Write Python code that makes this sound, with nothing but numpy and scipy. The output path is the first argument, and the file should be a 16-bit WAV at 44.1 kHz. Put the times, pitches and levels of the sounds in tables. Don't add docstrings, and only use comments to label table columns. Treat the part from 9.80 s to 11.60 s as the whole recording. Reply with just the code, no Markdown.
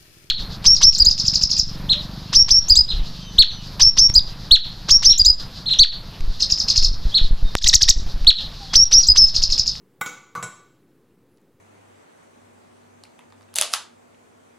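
import sys
import numpy as np
from scipy import signal
from scipy.fft import rfft, irfft, next_fast_len
from scipy.io import wavfile
from scipy.ndimage import uniform_filter1d

SR = 44100
rng = np.random.default_rng(int(sys.argv[2]) if len(sys.argv) > 2 else 0)


def output_pcm(signal):
    pcm = np.clip(np.atleast_2d(signal).T, -1, 1) * 32767
    wavfile.write(sys.argv[1], SR, np.round(pcm).astype(np.int16))


N = 79380


def amp(db):
    return 10 ** (np.asarray(db) / 20)


def unit(x):
    return x / np.sqrt(np.mean(x ** 2) + 1e-20)


def along(points, hz):
    f, v = np.transpose(points)
    return np.interp(np.log(hz + 1), np.log(f + 1), v)


def filtered(x, response):
    padded = next_fast_len(x.shape[-1] + 8192)
    gain = response(np.fft.rfftfreq(padded, 1 / SR))
    return irfft(rfft(x, padded) * gain, padded)[..., :x.shape[-1]]


# (frequency [Hz], level [dB])
WIDTH = [(2500, -57), (4400, -8.5), (7000, -6.5), (9500, -2), (15000, 1.5)]


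def spread(pair, extra_db):
    middle = pair[0]
    side = filtered(pair[1], lambda hz: amp(along(WIDTH, hz) + extra_db))
    return np.array([middle + side, middle - side])


# (frequency [Hz], level [dB])
HUM = [(15, -54), (25, -24.5), (32, -24), (130, -3.5), (212, -6.5), (363, -5.5), (531, -12.5), (607, -23),
       (887, -21.5), (5730, -39), (11900, -39.5), (16000, -39)]
HUM_DB = -59


def hum(patchy_db):
    noise = signal.stft(rng.standard_normal((2, N)), nperseg=512)[2]
    patches = rng.standard_normal(noise.shape[1:])
    patches = uniform_filter1d(patches, size=8, axis=0)
    patches = uniform_filter1d(patches, size=6, axis=1)
    pair = signal.istft(noise * amp(patchy_db * unit(patches)), nperseg=512)[1][:, :N]
    pair = filtered(pair, lambda hz: amp(along(HUM, hz)))
    return amp(HUM_DB) * spread(pair / np.std(pair[0]), extra_db=-2)


# (frequency [Hz], level [dB])
CLASH = [
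    [(180, -49.5), (300, -22.5), (1450, 1), (1770, -22.5), (2200, -11.5), (4570, -29.5), (7410, -26.5),
     (15900, -17)],
    [(180, -36), (300, -6.5), (883, -30.5), (1450, 5), (1630, -21), (4500, -18.5), (6590, -19.5),
     (15900, -36)],
    [(180, -52), (300, -25), (913, -22), (1150, -5), (1690, -35.5), (4500, -41), (6170, -44), (15900, -50)],
    [(180, -44), (300, -19), (1480, -6), (1660, -16.5), (3810, -23.5), (5140, -26.5), (7660, -17),
     (15900, -37)],
]
CRACK_T60_S = 0.0092


def crack_and_clash(k, crack_db, clash_db, clash_t60, t):
    noise = unit(filtered(rng.standard_normal(len(t)), lambda hz: amp(along(CLASH[k], hz))))
    crack_fade = amp(crack_db - 60 * t / CRACK_T60_S)
    clash_fade = amp(clash_db - 60 * t / clash_t60)
    return noise * (crack_fade + clash_fade)


WAVER, WAVER_RATE = 0.3, 35
RISE_S, SCATTER_DB = 0.0012, 2.45


def ring(hz, t60, db, t):
    hz, t60, db = hz[:, None], t60[:, None], db[:, None]
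    db = db + SCATTER_DB * rng.standard_normal((len(hz), 1))
    place = t * WAVER_RATE * np.sqrt(hz / 1000)
    knots = rng.standard_normal((2, len(hz), 128))
    knots = knots - knots[:, :, :1]
    a, b = [np.array([np.interp(p, np.arange(128), row) for p, row in zip(place, part)]) for part in knots]
    phase = 2 * np.pi * hz * t
    wave = (1 + WAVER * a) * np.sin(phase) + WAVER * b * np.cos(phase)
    fade = amp(db - 60 * t / t60)
    return np.sum(fade * wave, axis=0) * (1 - np.exp(-t / RISE_S))


# (frequency [Hz], fade time [s], relative level at each of four spots: four columns [dB])
DISH = [(484.8, 0.098, -36, -38, -44.5, -36.5), (603, 0.107, -45, -56, -53, -44),
        (759, 0.06, -29.5, -60, -74, -67), (820, 0.03, -21, -50, -50, -35.5),
        (1026, 0.073, -31.5, -37.5, -44, -30), (1147, 0.058, -16.5, -59, -20.5, -42.5),
        (1311, 0.054, -55.5, -32.5, -35.5, -54), (1473, 0.11, -23, -38.5, -31.5, -32.5),
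        (2054, 0.088, -26, -59, -47, -32), (2235.5, 0.05, -24, -27.5, -39, -30),
        (2600, 0.15, -59, -49.5, -55.5, -55.5), (2790, 0.053, -35.5, -42, -67, -42),
        (3150, 0.13, -39.5, -41.5, -66, -48), (3762, 0.061, -35, -44.5, -55, -37),
        (4066, 0.094, -59, -57, -60.5, -42)]
STEEL = [(4850, 0.12, -69, -48, -58, -76), (5580, 0.067, -36, -41.5, -76, -35),
         (5950, 0.15, -52.5, -43.5, -59, -50), (6055, 0.11, -46.5, -45, -54, -39.5),
         (6435, 0.096, -56.5, -37.5, -57, -38), (6660, 0.091, -59.5, -33.5, -63, -37),
         (6795, 0.25, -42, -42, -56.5, -53), (7350, 0.04, -25.5, -32, -53, -28.5),
         (7460, 0.47, -36, -61, -74, -55), (7900, 0.075, -37, -51, -56, -27.5),
         (9150, 0.13, -65, -76.5, -67, -52), (10770, 0.035, -51.5, -43, -57.5, -33.5)]


def dish_and_blades(k, level_db, length_share, t):
    modes = np.array(DISH + STEEL, float)
    return ring(modes[:, 0], length_share * modes[:, 1], modes[:, 2 + k] + level_db, t)


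# (frequency [Hz], time to fade by 60 dB [s], relative level [dB])
TABLE = [(62.5, .2, -18), (128, 0.14, 0), (169, 0.11, 6), (300.6, .1, -10), (335, 0.12, -11.5)]


def table_thud(level_db, t):
    modes = np.array(TABLE, float)
    return ring(modes[:, 0], modes[:, 1], modes[:, 2] + level_db, t)


# (time [s], ring [dB], crack [dB], clash [dB], table thud [dB])
CONTACTS = [
    [(.2102, -39, -33.5, -55, -75.5), (.2121, -1, -22.5, -27.5, -40), (.2155, -17.5, -32, -35, -47)],
    [(.2608, -2, -25.5, -31, -44), (.274, -6.5, -36.5, -41, -64), (.290, -8.5, -43.5, -49.5, -57)],
    [(.5520, -7.5, -26.5, -30.5, -44), (.5548, 1, -49, -39, -48), (.5755, -11.5, -48, -38, -39.5),
     (.597, -11.5, -50, -43, -49.5)],
    [(.6275, -2.5, -32, -33.5, -41.5), (.637, -7.5, -42, -38.5, -41.5)],
]
# (clash time to fade by 60 dB [s], share of the basic ring time [-])
GRIP = [(.07, 0.85), (0.089, 1.01), (0.18, 1.87), (0.084, 1.03)]


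def spot(k):
    out = np.zeros(N + SR)
    t = np.arange(SR // 3) / SR
    clash_t60, length_share = GRIP[k]
    for start_s, ring_db, crack_db, clash_db, thud_db in CONTACTS[k]:
        hit = crack_and_clash(k, crack_db, clash_db, clash_t60, t)
        hit += dish_and_blades(k, ring_db, length_share, t)
        hit += table_thud(thud_db, t)
        out[round(start_s * SR):][:len(t)] += hit
    return out[:N]


# (frequency [Hz], time to fade by 60 dB [s])
ROOM = [(150, .5), (500, 0.57), (1500, 0.56), (4000, 0.65), (8000, 0.45), (15000, 0.32)]
ROOM_DB, ROOM_WIDTH_DB = -6.5, -5.5
ROOM_DELAY_S, ROOM_RISE_S = 0.004, 0.0033


def room(x):
    hz, t, noise = signal.stft(rng.standard_normal((2, SR)), SR, nperseg=256)
    fade = amp(-60 * t / along(ROOM, hz)[:, None])
    tail = signal.istft(noise * fade, SR, nperseg=256)[1]
    tail = tail * (1 - np.exp(-np.arange(tail.shape[1]) / SR / ROOM_RISE_S))
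    tail = tail / np.linalg.norm(tail[0])
    late = np.pad(x, (round(ROOM_DELAY_S * SR), 0))[None]
    wet = signal.fftconvolve(late, tail, axes=1)[:, :N]
    return amp(ROOM_DB) * spread(wet, ROOM_WIDTH_DB)


# (time [s], level before filtering [dB], centre frequency [Hz])
TICKS = [(1.467, -65.5, 4780), (1.5725, -55, 4760), (1.582, -54, 2800), (1.615, -62, 7600)]


def ticks():
    t = np.arange(N) / SR
    out = np.zeros(N)
    for start_s, db, centre in TICKS:
        after = np.maximum(t - start_s, 0)
        burst = rng.standard_normal(N) * (t >= start_s) * amp(-60 * after / 0.017)

        def band(hz):
            return 1j * hz * 0.52 * centre / (centre ** 2 - hz ** 2 + 1j * hz * 0.51 * centre)
        out += amp(db) * filtered(burst, band)
    return out


SQUEAK_S, SQUEAK_LEN_S, SQUEAK_DB = 1.5, 0.088, -77
SQUEAK_HZ, SQUEAK_FALL_HZ, SQUEAK_WIDE_HZ = 11150, 450, 600


def squeak():
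    t = np.arange(N) / SR
    progress = np.clip((t - SQUEAK_S) / SQUEAK_LEN_S, 0, 1)
    swell = np.sqrt(np.abs(np.sin(np.pi * progress))) * (progress < 1)
    rough = unit(filtered(rng.standard_normal(N), lambda hz: np.exp(-(hz / SQUEAK_WIDE_HZ) ** 2)))
    phase = 2 * np.pi * np.cumsum(SQUEAK_HZ - SQUEAK_FALL_HZ * progress) / SR
    return amp(SQUEAK_DB) * swell * rough * np.sin(phase)


def scene():
    clinks = [spot(k) for k in range(len(CONTACTS))]
    with_room = sum(c + room(c) for c in clinks)
    return with_room + hum(patchy_db=1.0) + squeak() + ticks()


MIC_LOW_HZ, TOP_HZ = 65, 15900
OFFSET = -0.0005


def record(dry):
    thin = filtered(dry, lambda hz: (1j * hz / (MIC_LOW_HZ + 1j * hz)) ** 2)
    return filtered(thin, lambda hz: hz < TOP_HZ) + OFFSET


dry = scene()
out = record(dry)
output_pcm(out)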